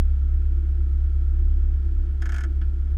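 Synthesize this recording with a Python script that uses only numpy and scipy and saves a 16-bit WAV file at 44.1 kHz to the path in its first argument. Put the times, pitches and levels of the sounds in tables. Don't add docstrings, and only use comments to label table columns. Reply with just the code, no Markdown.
import sys
import numpy as np
from scipy import signal
from scipy.fft import rfft, irfft, next_fast_len
from scipy.io import wavfile
from scipy.ndimage import map_coordinates

SR = 44100
rng = np.random.default_rng(int(sys.argv[2]) if len(sys.argv) > 2 else 0)


def rack_gain(trim_db):
    fader = np.asarray(trim_db, float)
    return 10 ** (fader / 20)


def waveform_to_disk(signal):
    frames = np.transpose(np.atleast_2d(signal))
    scaled = np.clip(frames, -1, 1) * 32767
    samples = np.round(scaled).astype(np.int16)
    wavfile.write(sys.argv[1], SR, samples)


N = 130977
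TIME = np.arange(N) / SR
CLICK_TIME = np.arange(SR // 4) / SR


def unit(x):
    return x / np.sqrt(np.mean(x ** 2) + 1e-20)


def along(points, hz):
    f, value = np.transpose(points)
    return np.interp(np.log(hz + 1), np.log(f + 1), value)


def over_time(points):
    return np.interp(TIME, *np.transpose(points))


def wobble(rate):
    knots = rng.standard_normal(int(N * rate / SR) + 4)
    return map_coordinates(knots, [np.arange(N) * rate / SR])


def filtered(x, response):
    size = next_fast_len(len(x) + 8192)
    hz = np.fft.rfftfreq(size, 1 / SR)
    return irfft(rfft(x, size) * response(hz), size)[:len(x)]


def hiss(spectrum, size=N):
    noise = rng.standard_normal(size)
    return unit(filtered(noise, lambda hz: rack_gain(along(spectrum, hz))))


def whine():
    level_db = -92 + 2.5 * wobble(3)
    return np.sqrt(2) * rack_gain(level_db) * np.sin(2 * np.pi * 9130 * TIME)


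# (per Hz, relative)
RUMBLE = [(8, -26), (18, -2.5), (45, -2), (76, -6.5), (88, -17.5), (150, -22.5), (300, -25), (420, -33),
          (600, -52), (900, -120)]


def rumble():
    return rack_gain(-40.5 + 1.5 * wobble(6)) * hiss(RUMBLE)


# t/s, f/Hz
SPEED = [(0, 34.27), (2.1, 34.27), (2.2, 34.08), (2.8, 34.1), (2.97, 34.2)]


def count_firings():
    first_firing_s = 0.0125
    return np.cumsum(over_time(SPEED)) / SR - first_firing_s * SPEED[0][1]


CYLINDERS = [-4.5, 0, 0, 3.5]


def firing_strength(number):
    scatter_db = 1.5 * rng.standard_normal(number.max() + 9)
    return np.array(CYLINDERS)[number % 4] + scatter_db[number + 2]


# (per Hz, relative)
CLATTER = [(260, -31.5), (450, -4.5), (579, -3), (778, -7), (1080, -10.5), (1180, -12.5), (1290, -0.5),
           (1370, 0), (1580, -8), (1780, -5.5), (1920, -14), (2260, -11), (2700, -16.5), (3320, -14),
           (3530, -19), (4210, -21), (4960, -22), (6370, -25), (9370, -29), (12200, -35.5), (13400, -41),
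           (15500, -44)]


def clatter(firings, strength_db):
    lag = 0.14
    swell_db = 1.07 * np.cos(2 * np.pi * (firings - lag)) + 0.15 * strength_db
    return rack_gain(-60.5) * unit(rack_gain(swell_db) * hiss(CLATTER))


# t/s, level/dB (added to the panel's own level)
PANEL_SWELL = [(0, -1), (2.2, 0), (2.45, 5), (2.7, -2), (2.97, -0.5)]


def panel(number, strength_db):
    resonance_hz, width_hz, noise_share = 328.7, 31, 0.72
    new_firing = np.diff(number, prepend=number[0]) > 0
    blows = unit(rack_gain(strength_db) * new_firing)
    drive = blows + noise_share * rack_gain(strength_db) * rng.standard_normal(N)

    def resonance(hz):
        damping = 1j * hz * width_hz
        return (damping / (resonance_hz ** 2 - hz * hz + damping)) ** 2

    level_db = -53 + over_time(PANEL_SWELL) + 2.1 * wobble(2.7)
    return rack_gain(level_db) * unit(filtered(drive, resonance))


# multiple of the engine-cycle rate, level/dB (rms, before its sway)
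ORDERS = [(2.25, -45.5), (5, -51), (6, -44), (12, -62.5), (16, -59.5), (17, -67), (19, -64.5), (25, -68),
          (28, -63.5), (32, -66), (37, -60.5), (38, -62.5), (45, -66)]


def weak_orders(cycle):
    total = np.zeros(N)
    for order, db in ORDERS:
        level = rack_gain(db + 3.1 * wobble(4))
        total += level * np.cos(order * cycle + rng.uniform(0, 2 * np.pi))
    return np.sqrt(2) * total


# t/s, level/dB at twice the firing rate, level/dB at the firing rate (rms, before sway)
IDLE = [(0.04, -20.5, -22), (0.55, -22, -23), (0.62, -22, -27.5), (0.67, -21.5, -26), (0.92, -21, -25.5),
        (1.72, -22, -21.5), (1.79, -22, -27.5), (1.87, -22, -22.5), (1.93, -24.5, -23.5), (2.53, -24, -30),
        (2.66, -22, -24.5), (2.72, -24.5, -30.5), (2.82, -24, -24.5), (2.93, -22.5, -26)]


def boom(firings, cycle):
    times, double_points, firing_points = np.transpose(IDLE)
    firing_db = np.interp(TIME, times, firing_points) + 2.7 * wobble(9)
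    firing_tone = rack_gain(firing_db) * np.cos(2 * np.pi * firings)
    swell_at = -0.073
    swell_db = 1.07 * np.cos(cycle - 2 * np.pi * swell_at)
    double_db = np.interp(TIME, times, double_points) + swell_db
    lag = 0.042
    double_tone = rack_gain(double_db) * np.cos(2 * np.pi * (2 * firings - lag))
    return np.sqrt(2) * (firing_tone - double_tone)


def engine():
    firings = count_firings()
    number = np.floor(firings).astype(int)
    cycle = 2 * np.pi * firings / 4
    strength_db = firing_strength(number)
    steady = whine() + rumble()
    rough = clatter(firings, strength_db) + panel(number, strength_db)
    return steady + rough + weak_orders(cycle) + boom(firings, cycle)


# f/Hz, level/dB (relative), time to fall 60 dB/s (before stretching)
LEVER = [(674, -13, 0.17), (729, -18, 0.17), (825, -17, 0.066), (1083, -15.5, 0.049), (1296, -6.5, 0.098),
         (1383, -3.5, .09), (1402, -3.5, 0.076), (1470.4, 0.5, 0.088), (1567, -2, 0.083), (1690, -3, 0.087),
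         (1737, -2.5, .1), (2150, -9, 0.067), (3220, -10.5, .04), (4490, -16.5, 0.031),
         (5140, -15.5, 0.045), (6490, -10.5, 0.029), (6660, -15, 0.036), (7930, -24.5, 0.067)]


def lever_ring(stretch):
    t, rise_cycles = CLICK_TIME, 4.8
    ring = np.zeros(len(t))
    for k, (hz, db, t60) in enumerate(LEVER):
        level_db = db + 0.7 * rng.normal() - 60 * t / (t60 * stretch)
        rise = 1 - np.exp(-t * hz / rise_cycles)
        ring += (-1) ** k * rack_gain(level_db) * np.sin(2 * np.pi * hz * t) * rise
    return rack_gain(-11) * ring


# (per Hz, relative)
TICK = [(300, -49), (450, -15.5), (600, -26.5), (690, -17.5), (1000, -16.5), (1150, -15.5), (1430, -7.5),
        (1720, -11), (2200, -8.5), (2570, -19), (3100, -16), (4070, -26.5), (5200, -20.5), (6640, -22),
        (9000, -27), (12500, -34), (14200, -31.5), (15200, -51.5)]
# f/Hz, time to fall 60 dB/s (before stretching)
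CABIN = [(600, 0.14), (2000, 0.079), (6000, 0.066), (14000, .04)]


def tick(stretch):
    noise = hiss(TICK, size=len(CLICK_TIME))
    hz, when, bands = signal.stft(noise, SR, nperseg=128)
    t60 = stretch * along(CABIN, hz)[:, None]
    burst = signal.istft(bands * rack_gain(-60 * when / t60), SR, nperseg=128)[1][:len(noise)]
    rise_s = 0.0012
    return rack_gain(-13) * burst * (1 - np.exp(-CLICK_TIME / rise_s))


def click(stretch):
    return lever_ring(stretch) + tick(stretch)


def place(out, start_s, sound):
    out[round(start_s * SR):][:len(sound)] += sound


# t/s, level/dB
SETTLE = [(2.613, -39.5)]
# f/Hz, level/dB
SETTLE_TONE = [(700, -1.5), (1460, 0), (1800, -4.5), (2150, -8.5), (2800, 5), (4400, -0.5), (6500, -13.5),
               (12000, -12)]


def settle(out):
    for s, db in SETTLE:
        knock = filtered(click(1.2), lambda hz: rack_gain(along(SETTLE_TONE, hz)))
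        thud_db = 1 - 60 * CLICK_TIME / 0.15
        thud = rack_gain(thud_db) * np.sin(2 * np.pi * 189 * CLICK_TIME)
        place(out, s, rack_gain(db) * (rack_gain(5) * knock + thud))


# t/s, level/dB
TEETH = [(2.2205, -27), (2.2567, -26.5), (2.2918, -27), (2.3209, -26.5), (2.343, -27), (2.3623, -27),
         (2.3825, -27), (2.4071, -28.5), (2.4365, -27.5)]


def ratchet(out):
    lead_s = 0.0013
    for s, db in TEETH:
        place(out, s - lead_s, rack_gain(db) * click(0.98))


def handbrake():
    out = np.zeros(N + SR)
    ratchet(out)
    settle(out)
    return out[:N]


def scene():
    return (engine() + handbrake())[None]


def top_cut(x):
    return signal.sosfilt(signal.butter(12, 15710, fs=SR, output="sos"), x)


def record(dry):
    return top_cut(dry)


dry = scene()
out = record(dry)
waveform_to_disk(out)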